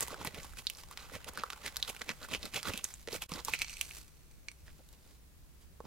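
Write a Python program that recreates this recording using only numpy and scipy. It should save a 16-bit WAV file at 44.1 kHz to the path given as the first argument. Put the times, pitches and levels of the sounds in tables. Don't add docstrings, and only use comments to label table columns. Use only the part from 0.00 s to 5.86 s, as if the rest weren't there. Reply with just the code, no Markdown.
import sys
import numpy as np
from scipy import signal
from scipy.io import wavfile
from scipy.ndimage import uniform_filter1d

SR = 44100
rng = np.random.default_rng(int(sys.argv[2]) if len(sys.argv) > 2 else 0)


def unload_audio(sound):
    columns = np.transpose(np.atleast_2d(sound))
    steps = np.round(np.clip(columns, -1, 1) * 32767)
    wavfile.write(sys.argv[1], SR, steps.astype(np.int16))


N = 258426

# middle in
# seconds, half length in seconds, level in dB, depth in dB re level, fizz in dB re level, crust pitch in Hz.
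CRUNCHES = [(0.024, .017, -49, 1, 9.5, 930), (0.119, 0.025, -51.5, 3.5, -4, 1230),
            (.21, 0.023, -52.5, 0.5, -4, 990), (.265, 0.024, -45.5, -5.5, -5, 2030),
            (0.374, 0.033, -50, -4, -7, 1950), (.438, 0.033, -58, -5, 4, 1099),
            (0.587, 0.022, -56, -15, 7.5, 2500), (0.795, .023, -54.5, -28, 1, 4830),
            (.919, 0.024, -57.5, -6, -6, 1260), (1.02, 0.047, -54.5, -11, -3.5, 1190),
            (1.147, 0.028, -50, 0, -0.5, 1950), (1.285, 0.013, -46.5, -1, -1.5, 930),
            (1.389, 0.033, -50.5, -1, -11, 1305), (1.664, .028, -45.5, -6, -1.5, 1870),
            (1.891, .02, -47, -9.5, 2, 2670), (2.019, 0.0066, -39, -8.5, -10, 1370),
            (2.099, 0.022, -43.5, -3.5, -8, 1850), (2.237, 0.029, -49.5, -6, -3, 1350),
            (2.337, 0.031, -41, -4.5, -3.5, 2600), (2.449, 0.034, -48.5, -3.5, -4.5, 3960),
            (2.568, 0.029, -39, -8.5, -2.5, 2360), (2.676, 0.03, -39, -6.5, -6.5, 1285),
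            (2.743, 0.064, -50.5, -2.5, -2.5, 2560), (2.848, 0.0084, -51, -35, 6, 6960),
            (2.892, 0.043, -58.5, -35, 3.5, 5200), (3.143, .032, -45, -7.5, 4, 2260),
            (3.228, 0.014, -45.5, -35, 2.5, 2620), (3.334, 0.043, -50, -4.5, 0.5, 1040),
            (3.385, 0.028, -51, -1.5, -2.5, 1000), (3.454, 0.01, -57.5, -25, 8, 6700),
            (3.489, 0.018, -47.5, -5, 7, 1000), (3.536, 0.02, -43, -9, 1, 2440),
            (3.62, 0.013, -37.5, -17, -2, 2400), (3.708, 0.023, -56, -10, 11.5, 2700),
            (4.685, .018, -61, -5.5, -14, 1660), (4.799, 0.013, -71.5, 10.5, -6, 805),
            (4.94, 0.018, -66.5, -3, -10, 930), (5.08, 0.096, -73, -3, 4, 4100),
            (5.624, 0.031, -80.5, -8, 13, 3120), (5.852, .013, -60.5, 6, -25, 910)]
# start in seconds, nominal level in dB, pitch in Hz,
# crack in dB re level, bright tick in dB re level.
SNAPS = [(.007, -19, 9300, -1.5, 3.5), (0.0257, -20.5, 6700, -10, -17), (.0296, -21.5, 6900, -26, -3.5),
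         (.0754, -35.5, 1980, -10, 0), (0.0817, -32.5, 916, 3, 2), (0.1057, -36, 1210, 0, -4),
         (0.1435, -33.5, 1370, 0, -11), (.213, -35, 927, -9, -10), (0.2484, -30.5, 905, -19, 5),
         (0.2536, -29.5, 2197, -6, -8), (.273, -29.5, 2090, 7, 2), (.3457, -34, 2440, 1, -3),
         (0.4323, -31, 6160, -15, -14), (0.4456, -40.5, 830, -1, -3), (0.535, -43, 1410, -2, -2),
         (0.5711, -43, 1540, 4, -9), (0.6693, -13.5, 3760, -22, -21), (0.6996, -23.5, 2900, -33, -2),
         (0.75, -34, 4680, -24, -18), (0.7713, -33, 6140, -11, -11), (.836, -44, 1050, 10.5, 0),
         (0.9116, -41, 1040, -2, 4), (.9745, -35.5, 3340, 11, 2), (1.0979, -36.5, 1400, -4, -7),
         (1.2444, -42.5, 2710, 10, 7), (1.2871, -35, 1600, -22, 0.5), (1.335, -44.5, 920, -6, 4),
         (1.3746, -26, 1380, -1.5, -4.5), (1.3866, -33, 1390, -6, -6), (1.436, -21.5, 1150, -4.5, -12),
         (1.5029, -32.5, 1270, 12, -1), (1.5253, -39, 1200, 8, -3), (1.5321, -32, 1320, 6.5, -6),
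         (1.6624, -32, 2000, 11, 3), (1.7599, -40, 3320, 11, 5), (1.768, -21, 4030, -3, 1),
         (1.8273, -13.5, 3670, -15, -18), (1.849, -31, 3500, -9, -17), (1.8863, -49, 820, 0, 2),
         (1.8979, -30.5, 2340, -27, 2.5), (1.9648, -37.5, 2483, 3, -1), (2.0177, -34.5, 2030, 12.5, 0),
         (2.0922, -26.5, 2330, 7.5, -6), (2.2299, -32, 3740, -8, -18), (2.244, -41, 1400, -17, 4),
         (2.2863, -40, 1040, -5, 2), (2.3488, -20, 2440, -3, -16), (2.43, -26, 3830, -6, -12),
         (2.4549, -27.5, 3924, -9, -4), (2.5432, -26, 2210, -26, -4), (2.6302, -29.5, 4636, 4, -0.5),
         (2.6845, -32.5, 2630, -12, 5), (2.7364, -30.5, 2550, 5, 0), (2.7763, -24, 3140, -16, -0.5),
         (2.79, -34, 2900, -6, -8), (2.8423, -12, 6850, -24, -8), (2.9397, -23.5, 7120, -11, -15),
         (3.0749, -42.5, 1890, 13.5, 3), (3.0859, -40, 2000, 12.5, -13), (3.1286, -21.5, 4774, -20, -23),
         (3.2209, -26.5, 2750, -19, 1.5), (3.293, -39, 2720, -16, 4), (3.3188, -31.5, 1060, 7, -3),
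         (3.338, -23.5, 4600, -6, -13), (3.449, -21.5, 6500, -21, -2), (3.4835, -22.5, 990, -1.5, -4.5),
         (3.5366, -12, 2300, -26, -7.5), (3.5511, -22.5, 2390, -9, -21), (3.5905, -34, 4330, 7, 7),
         (3.597, -31, 2390, 1, -3), (3.6133, -31, 2380, 5, -18), (3.6182, -15, 2500, 2, -5.5),
         (3.646, -36, 2490, 12.5, -15), (3.6824, -33, 4300, 5, -20), (3.6962, -28, 2820, -9, 0),
         (3.7385, -26, 5030, -14, -10), (3.769, -29, 2700, -21, -0.5), (3.812, -17, 2880, -2, 3.5),
         (3.9103, -29, 2520, -14, -19), (4.485, -29, 2250, 8, -15), (4.516, -31.5, 8160, -1, -9),
         (4.68, -49, 1670, 1, -8), (4.8891, -45.5, 4020, -22, 0), (4.928, -46.5, 6230, -30, 3),
         (5.8037, -36, 1010, -9, -20), (5.853, -42, 1000, -8, -20)]
# time in seconds, level in dB, brightness in dB re level.
RUSTLE = [(0, -58, 9), (.23, -58.5, -4.5), (.44, -70.5, 9.5), (.9, -71.5, 10), (1.21, -63.5, -1.5),
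          (1.89, -61.5, 4), (2.2, -70.5, 8.5), (2.75, -70.5, 10), (3.0, -75.5, 14.5), (3.4, -69, 1.5),
          (3.55, -46.5, -11), (3.72, -49, -4), (3.82, -56.5, 10.5), (4.0, -66, 13), (4.1, -75, 9),
          (4.91, -80.5, 10), (5.21, -86.5, 7)]
# start in seconds, nominal level in dB, pitch in Hz.
THUMPS = [(0.272, -34, 129), (0.384, -37, 142), (1.149, -38.5, 90), (1.887, -39.5, 496), (2.348, -53, 239),
          (2.691, -32.5, 99), (2.74, -35.5, 204), (3.0771, -31.5, 460), (3.086, -33, 490),
          (3.131, -30, 440), (3.15, -29.5, 515), (3.319, -31, 163), (4.806, -55, 139), (5.8038, -34.5, 474)]
# frequency in Hz, width in Hz, gain in dB.
LID_MODES = [(2390, 420, -0.5), (4350, 310, -1), (6060, 700, -0.5), (8100, 800, -2), (11600, 1600, -13.5)]
# time in seconds, share from 0 to 1.
LOOSE_SHARE = [(3.49, 0), (3.52, 0.34), (3.7, 0.7), (4.0, 0.19), (4.4, 0.82), (4.6, 0.57), (4.66, 0)]
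# frequency in Hz, relative gain in dB.
BODY_TONE = [(350, -33.5), (600, -13), (722, 2.5), (1420, 3), (1780, -2), (2040, 4), (3550, 2), (4020, 2.5),
             (7000, -3), (9100, -22), (15400, -120)]
# frequency in Hz, relative gain in dB.
FIZZ_TONE = [(2650, -12), (4500, -9), (7920, -10), (8690, -11), (12400, -10.5), (15500, -14.5),
             (16200, -18), (16500, -92.5)]
# frequency in Hz, relative gain in dB.
THUD_TONE = [(29, -50), (50, -8), (92, 1.5), (222, 0.5), (330, -1.5), (430, -23), (730, -120)]
# left delay in seconds, right delay in seconds, gain in dB.
ECHOES = [(.0011, .0008, -29.5), (.0027, 0.0035, -14), (.0052, .0046, -16.5)]
# frequency in Hz, relative gain in dB.
HISS_TONE = [(65, -53), (110, -10.5), (171, -5.5), (271, -8.5), (439, -12.5), (726, -18), (2160, -21),
             (3280, -22.5), (14500, -24), (15500, -24), (16500, -17.5)]
# frequency in Hz, correlation from -1 to 1.
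ROOM_SAME = [(30, 0.31), (300, 0.31), (3000, 0), (12000, 0.04)]
# time in seconds, level in dB.
RUMBLE_COURSE = [(0, -59.5), (0.519, -54.5), (.93, -60), (1.68, -61), (3.95, -56), (4.32, -58.5),
                 (5.86, -62)]
# frequency in Hz, relative gain in dB.
RUMBLE_TONE = [(7.1, -40), (12, 1), (65, 3.5), (130, -13.5), (170, -8.5), (290, -120)]
# middle in seconds, half width in seconds, gain in dB.
DIP = (3.2775, .0105, -24)

HOLLOW_HZ, HOLLOW_WIDTH_HZ = 480, 210
RISE_SHARE = 0.61
THUD_DB, HOLLOW_DB, CRUST_RING_DB = -0.5, -2.5, -5
FLAKE_DB, CRUMBLE_DB = -3.5, -15.5
FLAKE_WIDTH, FLAKE_SKIRT = 0.31, 0.63
SNAP_HOLLOW_DB, HOLLOW_DB_PER_OCTAVE = -14.5, -12
SNAP_PAN_DB, PAN_SPREAD_DB = -2.5, 1
SPRAY_SHARE, SPRAY_S = 0.7, 0.0012
RUSTLE_DEPTH_DB, CUT_THROUGH_DEPTH_DB, CUT_THROUGH_S = 9, -12, 2.75
THUMP_DAMPING_PER_S, DAMPING_PER_CYCLE = 66, 0.44
HISS_DB = -63
HUM_HZ, HUM_WIDTH_HZ, HUM_DB = 60, 3.5, -63
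EDGE_HZ = 15900


def crunch():
    coarse = fractures(5000, 1.8, 0.97)
    fine = fractures(9000, 1.2, 0.2)
    body = colour(flakes(coarse), BODY_TONE)
    fizz = colour(fine + 1.23 * coarse, FIZZ_TONE)
    thud = colour(fractures(800, 3, 0.6), THUD_TONE)
    hollow = evened(hollow_ring(fractures(1500, 1.8, 0.98)))
    out = np.zeros((2, N))
    for middle_s, half_s, db, depth_db, fizz_db, hz in CRUNCHES:
        rise_s, fall_s = 2 * half_s * RISE_SHARE, 2 * half_s * (1 - RISE_SHARE)
        top_s = middle_s + (rise_s - fall_s) / 2
        t = np.arange(-3 * rise_s, 3 * fall_s, 1 / SR)
        at = np.clip(((top_s + t) * SR).astype(int), 0, N - 1)
        crust = evened(ring(ring(coarse[:, at], hz, 1.0 * hz), hz, 0.29 * hz))
        layers = [(body, 0), (thud, depth_db + THUD_DB), (hollow, depth_db + HOLLOW_DB), (fizz, fizz_db)]
        sound = gain_of(CRUST_RING_DB) * crust
        sound = sound + sum(gain_of(layer_db) * layer[:, at] for layer, layer_db in layers)
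        envelope = np.exp(-1.2 * (t / np.where(t < 0, rise_s, fall_s)) ** 2)
        add(out, top_s + t[0], gain_of(db) * sound * envelope)
    out += rustle_between(hollow)
    return out * gain_of([[-1.6], [1.6]])


def rustle_between(hollow):
    t = np.arange(N) / SR
    s, level_db, bright_db = np.transpose(RUSTLE)
    level_db, bright_db = np.interp(t, s, level_db), np.interp(t, s, bright_db)
    depth_db = np.interp(t, [CUT_THROUGH_S, CUT_THROUGH_S + 0.076], [RUSTLE_DEPTH_DB, CUT_THROUGH_DEPTH_DB])
    crumbs = fractures(4000, 1.4, 0.79)
    rustle = colour(flakes(crumbs), BODY_TONE)
    lows = signal.sosfiltfilt(signal.butter(2, 1700, fs=SR, output="sos"), rustle)
    deep = gain_of(depth_db) * (lows + 0.18 * hollow)
    bright = gain_of(bright_db) * colour(crumbs, FIZZ_TONE)
    return gain_of(level_db) * (rustle - lows + deep + bright)


def fractures(per_s, spread_db, same):
    size_db = spread_db * np.minimum(rng.exponential(1, N), 4) + 3.1 * drift(170)
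    size = gain_of(size_db) * (rng.random(N) < per_s / SR)
    shared, *apart = rng.standard_normal((3, N))
    same = np.clip(same, 0, 1)
    return evened(size * (same * shared + np.sqrt(1 - same ** 2) * np.array(apart)))


def flakes(breaks, count=10):
    which = rng.integers(0, count, N)
    pitches_hz = np.geomspace(750, 6500, count) * rng.uniform(1.0, 1.056, count)
    return sum(evened(ring(breaks * (which == k), hz, 0.16 * hz)) * np.sqrt(hz)
               for k, hz in enumerate(pitches_hz))


def hollow_ring(x):
    return ring(ring(x, HOLLOW_HZ, HOLLOW_WIDTH_HZ), HOLLOW_HZ, 2 * HOLLOW_WIDTH_HZ)


def snaps():
    out, t = np.zeros((2, N)), np.arange(1300) / SR
    crack_band = signal.butter(2, [1000, 6000], "bandpass", fs=SR, output="sos")
    tick_band = signal.butter(2, [6000, 13000], "bandpass", fs=SR, output="sos")
    chances = rng.standard_normal((len(SNAPS), 4, 1300))
    for (s, db, hz, crack_db, tick_db), chance in zip(SNAPS, chances):
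        hollow_db = SNAP_HOLLOW_DB + HOLLOW_DB_PER_OCTAVE * np.log2(hz / 1000)
        pan_db = SNAP_PAN_DB + PAN_SPREAD_DB * chance[0, -1]
        crumbs = 0.73 * chance[0] + 0.5 * chance[1:3]
        crumbs = crumbs * (abs(chance[3]) > 1.2) * np.exp(-t / 0.0037)
        jolts = np.stack([t == 0, t == 0, *(gain_of(CRUMBLE_DB) * crumbs)])
        flake = ring(ring(jolts, hz, FLAKE_WIDTH * hz), hz, FLAKE_SKIRT * hz)
        splinters = np.stack([*chance[1:3], 0 * t, 0 * t])
        spray = jolts + splinters * SPRAY_SHARE * np.exp(-t / SPRAY_S)
        crack = signal.sosfilt(crack_band, jolts)
        tick = signal.sosfilt(tick_band, spray)
        parts = [(flake, FLAKE_DB), (crack, crack_db), (tick, tick_db), (hollow_ring(jolts), hollow_db)]
        sound = sum(gain_of(part_db) * (p[:2] + p[2:]) / abs(p[:2]).max() for p, part_db in parts)
        add(out, s, gain_of(db + np.array([[0.5], [-0.5]]) * pan_db) * sound)
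    return out


def lid(x):
    loose = np.clip(np.interp(np.arange(N) / SR, *np.transpose(LOOSE_SHARE)), 0, 1)
    modes = sum(gain_of(db) * np.pi * width / SR * ring(x, hz, width) for hz, width, db in LID_MODES)
    return (1 - loose) * x + loose * gain_of(1.5) * modes


def thumps():
    out, t = np.zeros(N), np.arange(3000) / SR
    for s, db, hz in THUMPS:
        decay = np.exp(-(THUMP_DAMPING_PER_S + DAMPING_PER_CYCLE * hz) * t)
        onset = 1 - np.exp(-6.0 * hz * t)
        add(out, s, gain_of(db) * np.sin(2 * np.pi * hz * t) * decay * onset)
    return out * gain_of([[-2.2], [2.2]])


def surroundings(x):
    t = np.arange(12000) / SR
    taps = rng.standard_normal((2, len(t))) * gain_of(-60 * t / 0.176) * (t > 0.006)
    taps *= gain_of(-16.5) / np.linalg.norm(taps[0])
    delay_samples = np.array([[1.3], [0]]) + 16
    taps[:, :33] += np.sinc(np.arange(33) - delay_samples) * np.hanning(33)
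    for left_s, right_s, db in ECHOES:
        taps[[0, 1], [round(left_s * SR) + 16, round(right_s * SR) + 16]] += gain_of(db)
    return signal.fftconvolve(x, taps, axes=1)[:, 16:N + 16]


def room_tone():
    frames, hz = N // 512 + 5, np.fft.rfftfreq(2048, 1 / SR)
    a, b, c, d = rng.standard_normal((frames, 1025, 4)).T
    same = np.clip(read(ROOM_SAME, hz), -1, 1)[:, None]
    left = a + 1j * b
    right = same * left + np.sqrt(1 - same ** 2) * (c + 1j * d)
    noise = np.array([left, right])

    def toned(tone):
        shaped = noise * gain_of(read(tone, hz))[:, None]
        return evened(signal.istft(shaped, nperseg=2048, noverlap=1536)[1][:, :N])

    hiss, rumble = toned(HISS_TONE), toned(RUMBLE_TONE)
    hum = evened(ring(rng.standard_normal((2, N)), HUM_HZ, HUM_WIDTH_HZ))
    rumble_db = np.interp(np.arange(N) / SR, *np.transpose(RUMBLE_COURSE)) + 2.0 * drift(4300)
    return gain_of(HISS_DB) * hiss + gain_of(rumble_db) * rumble + gain_of(HUM_DB) * hum


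def gain_of(db):
    return 10 ** (np.asarray(db) / 20)


def evened(x):
    return x / np.sqrt(np.mean(x ** 2) + 1e-20)


def read(points, hz):
    f, value = np.transpose(points)
    return np.interp(np.log(hz + 1), np.log(f + 1), value)


def colour(x, points):
    gain_db = np.maximum(read(points, abs(np.fft.fftfreq(8192, 1 / SR))), -100)
    log_gain = gain_db * np.log(10) / 20
    phase = -signal.hilbert(log_gain).imag
    taps = np.fft.ifft(np.exp(log_gain + 1j * phase)).real[:3000]
    return evened(signal.oaconvolve(x, taps[None], axes=1)[:, :N])


def ring(x, hz, width_hz):
    r = np.exp(-np.pi * width_hz / SR)
    return signal.lfilter([1, 0, -1], [1, -2 * r * np.cos(2 * np.pi * hz / SR), r * r], x)


def drift(samples):
    once = uniform_filter1d(rng.standard_normal(N), int(samples))
    return evened(uniform_filter1d(once, int(samples)))


def add(mix, s, sound):
    at = round(s * SR)
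    part = mix[..., max(at, 0):][..., :sound.shape[-1] + min(at, 0)]
    part += sound[..., max(-at, 0):][..., :part.shape[-1]]


def scene():
    pastry = lid(crunch() + snaps()) + thumps()
    return surroundings(pastry) + room_tone()


def record(dry):
    s, half_s, db = DIP
    dip_db = db * np.exp(-((np.arange(N) / SR - s) / half_s) ** 4)
    band = signal.firwin(511, EDGE_HZ, window=("kaiser", 9), fs=SR)
    return signal.oaconvolve(dry * gain_of(dip_db), band[None], "same")


dry = scene()
out = record(dry)
unload_audio(out)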